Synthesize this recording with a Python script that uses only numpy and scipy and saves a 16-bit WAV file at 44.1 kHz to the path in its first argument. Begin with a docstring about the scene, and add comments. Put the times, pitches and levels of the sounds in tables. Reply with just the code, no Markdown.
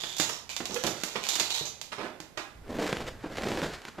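"""Scraping and dry snaps on the right: two hands work a balloon out of a thin, brittle shell,
above a carpet in a small live room. Pieces crack, catch and slip over the rubber, and drop;
the taut skin thumps under them. Then the thumbs dig in twice, straight ahead, and the rubber
sticks and slips in an uneven, rasping judder."""
import sys
import numpy as np
from scipy import signal
from scipy.fft import rfft
from scipy.io import wavfile
from scipy.ndimage import uniform_filter1d

SR = 44100
rng = np.random.default_rng(int(sys.argv[2]) if len(sys.argv) > 2 else 0)


def transcribe(signal):
    """Save signal, clipped to [-1, 1], as a 16-bit WAV file at the path in sys.argv[1]."""
    frames = np.atleast_2d(signal).T
    limited = np.clip(frames, -1, 1)
    pcm = np.round(limited * 32767).astype(np.int16)
    wavfile.write(sys.argv[1], SR, pcm)


N = 176400
T = np.arange(N) / SR


def amp(db):
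    return 10 ** (np.asarray(db) / 20)


def unit_rms(x):
    return x / np.sqrt(np.mean(x ** 2) + 1e-20)


def curve_at(points, hz):
    f, value = np.transpose(points)
    return np.interp(np.log(hz + 1), np.log(f + 1), value)


def add(mix, start_s, sound):
    part = mix[max(round(start_s * SR), 0):][:len(sound)]
    part += sound[:len(part)]


def lowpass(x, hz, run=signal.sosfilt):
    return run(signal.butter(2, hz, fs=SR, output="sos"), x)


def at_peak_level(x, db):
    """Scales by the RMS of the loudest 4 ms."""
    return amp(db) * x / np.sqrt(uniform_filter1d(x ** 2, size=176).max())


def at_mean_level(x, length_s, db):
    return amp(db) * x / np.sqrt(np.sum(x ** 2) / (length_s * SR))


def colour(x, spectrum, tilt_db=0, pivot_hz=1000):
    """Minimum-phase filter; the tilt is a shelf above the pivot."""
    hz = abs(np.fft.fftfreq(4096, 1 / SR))
    shelf_db = tilt_db * hz ** 2 / (hz ** 2 + pivot_hz ** 2)
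    log_gain = np.log(amp(curve_at(spectrum, hz) + shelf_db))
    taps = np.fft.ifft(np.exp(np.conj(signal.hilbert(log_gain)))).real
    return signal.oaconvolve(x, taps[:len(taps) // 2])[:len(x)]


def ring(x, modes, t60_s, ring_db, detune):
    """Adds a body's decaying modes to its excitation."""
    t = T[:SR // 2]
    tail = sum(amp(db - 60 * t / t60_s) * np.cos(2 * np.pi * hz * (1 + detune * rng.normal()) * t)
               for hz, db in modes)
    return x + amp(ring_db) * signal.oaconvolve(x, tail / np.linalg.norm(tail))[:len(x)]


def grains(per_s, spread_db, size=N):
    """Tiny slips: impulses of random time, strength and sign."""
    strength = amp(spread_db * np.minimum(rng.exponential(1, size), 3.5))
    return unit_rms((rng.random(size) < per_s / SR) * strength * rng.choice([-1, 1], size))


def stroke(length_s, per_s, spread_db, rise_s):
    """A run of slips that swells quickly and dies after its length."""
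    t = T[:SR // 2]
    envelope = np.clip(t / rise_s, 0, 1) * np.exp(-(t / length_s) ** 4)
    return grains(per_s, spread_db, size=len(t)) * envelope


def crack(crumble_s, crumble_db):
    """A click with a crumbling tail, whitened so that no pitch stands out."""
    t = T[:SR // 4]
    crumble = rng.standard_normal(len(t)) * np.exp(-t / crumble_s)
    click = (t == 0) + amp(crumble_db) * crumble / np.linalg.norm(crumble)
    power = uniform_filter1d(abs(rfft(click)) ** 2, size=60)
    return colour(click, np.c_[np.fft.rfftfreq(len(t), 1 / SR), -10 * np.log10(power)])


# f/Hz, gain/dB
ROOM_TONE_SPECTRUM = [(25, -7), (70, -0.5), (400, -7), (1500, -15.5), (14000, -30)]
def room_tone():
    """Faint low noise, louder on the right."""
    common, side = [unit_rms(colour(rng.standard_normal(N), ROOM_TONE_SPECTRUM)) for _ in range(2)]
    return amp(-60.5) * np.array([common + 0.33 * side, common - 1.86 * side])


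def moving(paths, x, fades_per_s=5, count=3):
    """Crossfades sets of random echo paths as the source moves."""
    fades = [np.cos(np.pi * (fades_per_s * T + k / count)) for k in range(count)]
    return np.sqrt(2 / count) * sum(paths(x * fade) for fade in fades)


# f/Hz, T60/s
ROOM_DECAY = [(150, 0.4), (1000, 0.55), (2800, 0.44), (14000, 0.35)]
# f/Hz, gain/dB
ECHO_SPECTRUM = [(100, -0.5), (400, 0), (1200, -1.5), (14000, 3)]
# f/Hz, left-right coherence
ECHO_COHERENCE = [(100, 1), (400, 1), (1000, 0.77), (2500, 0.79)]
def echoes(x):
    """Diffuse stereo tail, alike in both ears in the bass."""
    hz, t, (own, shared) = signal.stft(rng.standard_normal((2, SR * 2 // 3)), SR, nperseg=256)
    hz = hz[:, None]
    coherence = curve_at(ECHO_COHERENCE, hz)
    ears = np.array([coherence * shared + np.sqrt(1 - coherence ** 2) * own, shared])
    decay_per_s = np.log(1000) / curve_at(ROOM_DECAY, hz)
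    envelope = np.exp(-decay_per_s * t) * np.sqrt(2 * decay_per_s / SR)
    tail = signal.istft(ears * envelope * amp(curve_at(ECHO_SPECTRUM, hz)), SR)[1]
    onset = np.clip(T[:tail.shape[1]] / 0.0026, 0, 1)
    return signal.oaconvolve(x[None], tail * onset, axes=1)[:, :N]


def room(x, wet_db):
    """Direct sound plus echoes."""
    return x + amp(wet_db) * moving(echoes, x)


# f/Hz, gain/dB
HEAD_SHADOW = [(60, -11), (200, -7.5), (700, -10), (2400, -5.5), (4400, -9.5), (8000, -24.5), (14000, -14)]
def far_ear(x, decay_s=0.0076):
    """The head shades the far ear; treble arrives only by many short detours."""
    def detours(treble):
        paths = rng.standard_normal(SR // 20) * np.exp(-T[:SR // 20] / decay_s)
        return signal.oaconvolve(treble, paths / np.linalg.norm(paths))[:N]
    low = lowpass(x, hz=1300, run=signal.sosfiltfilt)
    return colour(low + moving(detours, x - low), HEAD_SHADOW)


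# t/s, length/s, f/Hz, level/dB
DRAG_HUMS = [(0.754, 0.03, 507, -35.5), (2.02, 0.068, 243.4, -47)]
def hums():
    """Dragged rubber hums at a wavering pitch."""
    out = np.zeros(N)
    for start_s, length_s, hz, db in DRAG_HUMS:
        arch = np.sin(np.pi * np.arange(0, 1, 1 / (length_s * SR)))
        waver = unit_rms(uniform_filter1d(rng.standard_normal(len(arch)), size=200))
        phase = 2 * np.pi * np.cumsum(hz * (1 + 0.083 * waver)) / SR
        add(out, start_s, 2 * amp(db) * arch * np.sin(phase))
    return out


# f/Hz, level/dB
SKIN_MODES = [(140, -3.5), (215, -2.5), (345, 2.5), (413, -1.5), (505, -2), (810, 1), (1355, -4),
              (1637, -28)]
# f/Hz, gain/dB
RUB_SPECTRUM = [(60, -6), (160, 0.5), (300, 8), (750, 1.5), (1400, -4.5), (2600, -13.5), (5000, -24),
                (14000, -47)]
# t/s, length/s, level/dB, tilt/dB
RUB_STROKES = [(0.196, 0.066, -47, 17), (0.291, .012, -33, 30.5), (.604, 0.019, -41, 2),
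               (0.692, 0.071, -42.5, 1.5), (0.757, 0.014, -33.5, 34), (.847, 0.038, -37.5, 4),
               (1.151, 0.023, -31, 21.5), (1.383, 0.049, -42.5, 24), (1.916, 0.027, -37.5, 29.5),
               (1.977, 0.1, -38, 14), (2.37, 0.032, -35.5, 24.5), (3.232, 0.042, -37.5, -2),
               (3.978, 0.02, -37.5, -1.5)]
def rubs():
    """A finger or shell edge slips over the rubber in short runs."""
    out = np.zeros(N)
    for start_s, length_s, db, tilt_db in RUB_STROKES:
        slips = stroke(length_s, per_s=2100, spread_db=2.0, rise_s=0.0062)
        skin = ring(slips, SKIN_MODES, t60_s=0.066, ring_db=-23, detune=0.036)
        rub = colour(skin, RUB_SPECTRUM, tilt_db, pivot_hz=920)
        add(out, start_s, at_mean_level(rub, length_s, db))
    return out


# f/Hz, gain/dB
KNOCK_SPECTRUM = [(40, -18.5), (120, -3), (200, -1.5), (450, -1.5), (950, -7.5), (1600, -7.5),
                  (3000, -11.5), (14000, -39)]
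def knocks(rows, crumble_s, crumble_db, ring_db):
    """Blows on the taut skin, which booms briefly."""
    out = np.zeros(N)
    for start_s, db, tilt_db in rows:
        skin = ring(crack(crumble_s, crumble_db), SKIN_MODES, t60_s=0.12, ring_db=ring_db, detune=0.069)
        knock = colour(skin, KNOCK_SPECTRUM, tilt_db, pivot_hz=1130)
        add(out, start_s, at_peak_level(knock, db))
    return out


# t/s, level/dB, tilt/dB
BALLOON_THUMPS = [(.038, -29, 9), (.199, -19.5, 7), (.604, -27, -2), (.838, -27, -5), (.845, -22.5, -1),
                  (.874, -23.5, 1), (1.035, -25.5, 6.5), (1.363, -28.5, 17), (1.408, -31, 3),
                  (1.611, -32, -21), (2.202, -34.5, -1.5)]
def thumps():
    """The balloon thumps under the shell pieces."""
    return amp(-1.5) * knocks(BALLOON_THUMPS, crumble_s=0.0041, crumble_db=12.5, ring_db=-33.5)


# t/s, level/dB, tilt/dB
THUMB_JUMPS = [(2.786, -31, -6), (2.928, -21.5, -4), (2.969, -28, 1), (3.383, -28.5, -7),
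               (3.435, -28.5, -3), (3.471, -26.5, -8), (3.518, -26, -4), (3.574, -30, -3), (3.618, -28, 3),
               (3.852, -35.5, 10)]
def thumb_jumps():
    """A thumb jumps on the rubber and jolts the skin."""
    return amp(1) * knocks(THUMB_JUMPS, crumble_s=0.002, crumble_db=9, ring_db=-28)


def flutter(start_s, end_s):
    """Low rumble of the pressed skin."""
    gate = uniform_filter1d(1. * (T > start_s) * (T < end_s), size=2000)
    return amp(-50.5) * gate * unit_rms(lowpass(rng.standard_normal(N), hz=90))


# f/Hz, gain/dB
RASP_SPECTRUM = [(300, -10), (900, -1), (1600, 2), (2600, -3.5), (4400, -6), (5600, -10.5), (7300, -11.5),
                 (9000, -21.5), (14000, -28)]
# t/s, level/dB
RELEASE_TICKS = [(2.866, -34), (2.878, -33), (3.371, -34), (3.421, -34), (3.486, -33), (3.736, -39),
                 (3.818, -43), (3.885, -42)]
def ticks():
    """Stretched rubber lets go of a fingertip with a thin tick."""
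    out = np.zeros(N)
    for start_s, db in RELEASE_TICKS:
        tick = colour(crack(crumble_s=0.002, crumble_db=12), RASP_SPECTRUM, tilt_db=2, pivot_hz=4000)
        add(out, start_s, at_peak_level(tick, db))
    return out


# f/Hz, gain/dB
JUDDER_SPECTRUM = [(30, -20), (110, -9), (200, -0.5), (420, 0), (700, -5), (1000, -14), (5000, -42)]
# t/s, judder level/dB, rasp level/dB
SQUEEZE_LEVELS = [(2.559, -77.5, -99), (2.658, -52.5, -54), (2.704, -36.5, -47), (2.77, -33, -45.5),
                  (2.82, -29.5, -37.5), (2.905, -33.5, -34), (2.945, -43.5, -42.5), (3.02, -36, -41),
                  (3.05, -47, -51), (3.085, -34.5, -37.5), (3.11, -51, -59), (3.22, -61, -53.5),
                  (3.3, -46, -49.5), (3.37, -39, -43.5), (3.46, -33, -40), (3.57, -33.5, -39.5),
                  (3.648, -30.5, -36), (3.681, -41.5, -45.5), (3.745, -46, -42.5), (3.795, -75, -53),
                  (3.86, -72, -49), (3.886, -39.5, -40), (3.905, -66, -56.5)]
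def squeezes():
    """Thumbs stick and slip: coarse slips shake the skin; a rasp swells and brightens with force."""
    times_s, judder_db, rasp_db = np.transpose(SQUEEZE_LEVELS)
    coarse = grains(per_s=550, spread_db=1.0)
    judder = unit_rms(colour(coarse, JUDDER_SPECTRUM)) * amp(np.interp(T, times_s, judder_db) - 2)
    spurts = signal.oaconvolve(abs(coarse), np.exp(-T[:SR // 20] / 0.0071))[:N]
    fine = unit_rms(colour(grains(per_s=12000, spread_db=-0.5) * unit_rms(spurts), RASP_SPECTRUM))
    dull = lowpass(fine, hz=2100)
    force_db = np.interp(T, times_s, rasp_db)
    brightness = np.clip(amp(0.5 * (force_db + 45.5)), 0, 1)
    rasp = (brightness * fine + np.sqrt(1 - brightness ** 2) * dull) * amp(force_db - 1.5)
    return (judder + rasp) * (T > times_s[0])


# f/Hz, gain/dB
SHELL_SPECTRUM = [(200, -15.5), (800, 0.5), (1600, -5), (2500, -0.5), (3600, 3.5), (5400, 0), (7100, 2),
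                  (8600, -13), (14000, -15.5)]
# f/Hz, level/dB
PIECE_MODES = [(3363, -4), (3600, -3), (3791, -4), (4110, -3), (4711, 5), (5230, -6), (6719, -17),
               (7416, 16)]
# t/s, length/s, level/dB, chirp f/Hz
SHELL_SCRAPES = [(0, 0.18, -41, 3470), (0.193, 0.056, -34, 6900), (.214, 0.026, -35.5, 3630),
                 (0.21, 0.059, -41.5, 5270), (0.293, 0.097, -44, 5400), (0.491, 0.047, -42, 2430),
                 (0.692, 0.2, -47, 5900), (0.842, 0.068, -43, 5900), (0.962, 0.38, -48.5, 1390),
                 (1.227, 0.039, -37, 2450), (1.286, 0.086, -34.5, 3810), (1.395, 0.11, -41, 4240),
                 (1.49, 0.021, -39.5, 2620), (1.503, 0.12, -35, 3980), (1.651, 0.029, -36.5, 6200)]
def scrapes():
    """Shell edges catch and slip in dense grains; each piece chirps at its own pitch."""
    out = np.zeros(N)
    for start_s, length_s, db, hz in SHELL_SCRAPES:
        catches = stroke(length_s, per_s=1100, spread_db=5.2, rise_s=0.003)
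        shell = ring(catches, PIECE_MODES, t60_s=0.031, ring_db=-24, detune=0.034)
        chirp = amp(8) * signal.lfilter(*signal.iirpeak(hz, Q=14, fs=SR), shell)
        add(out, start_s, at_mean_level(colour(shell + chirp, SHELL_SPECTRUM), length_s, db))
    return out


# t/s, level/dB, tilt/dB, crumble decay/s
SHELL_SNAPS = [(.167, -28.5, 12, 0.0042), (0.184, -25, 16, 0.0049), (0.1995, -17, 8, 0.0035),
               (.293, -28.5, 24, 0.0045), (0.4999, -33, 2, 0.011), (0.5649, -22, 1.5, 0.0022),
               (0.6554, -24, 3, 0.0025), (.709, -31, -9, 0.0016), (.744, -25.5, 19, 0.0038),
               (.838, -22.5, 10, 0.0022), (0.8664, -20.5, 8, 0.0037), (1.0361, -21, 12.5, 0.0022),
               (1.085, -33, -7, 0.0024), (1.268, -24.5, -4, .001), (1.2878, -19, 12.5, 0.008),
               (1.3548, -20, 5, 0.004), (1.398, -15.5, 2, 0.0044), (1.5049, -23, 1, 0.0035),
               (1.5496, -24.5, 5, 0.0026), (1.8144, -26.5, 3.5, 0.0015), (2.2029, -34, 5, 0.0018),
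               (2.375, -31, -7, 0.0037)]
def snaps():
    """Brittle pieces crack or knock together: dry clicks, no ring."""
    out = np.zeros(N)
    for start_s, db, tilt_db, crumble_s in SHELL_SNAPS:
        snap = colour(crack(crumble_s, crumble_db=18.5), SHELL_SPECTRUM, tilt_db, pivot_hz=4470)
        add(out, start_s, at_peak_level(snap, db))
    return amp(-2.5) * out


def scene():
    """Shell work on the right, then squeezes ahead. Table levels are before the mix gains."""
    turn_s = 2.55  # the hands move to the front
    rubbing = rubs() + hums()
    side = scrapes() + thumps() + rubbing * (T < turn_s)
    left, right = amp(2.5) * (room(side, wet_db=0.5) + room(snaps(), wet_db=-1))
    front = thumb_jumps() + squeezes() + flutter(start_s=2.56, end_s=3.78) + ticks()
    ahead = room(front + rubbing * (T >= turn_s), wet_db=-6.5) * amp([[-0.5], [0.5]])
    return room_tone() + ahead + np.array([far_ear(left), right])


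def record(dry, cutoff_hz=14500):
    """Steep low-pass band limit."""
    taps = signal.firwin(401, cutoff_hz, window=("kaiser", 8), fs=SR)
    return signal.oaconvolve(dry, taps[None], "same")


dry = scene()
out = record(dry)
transcribe(out)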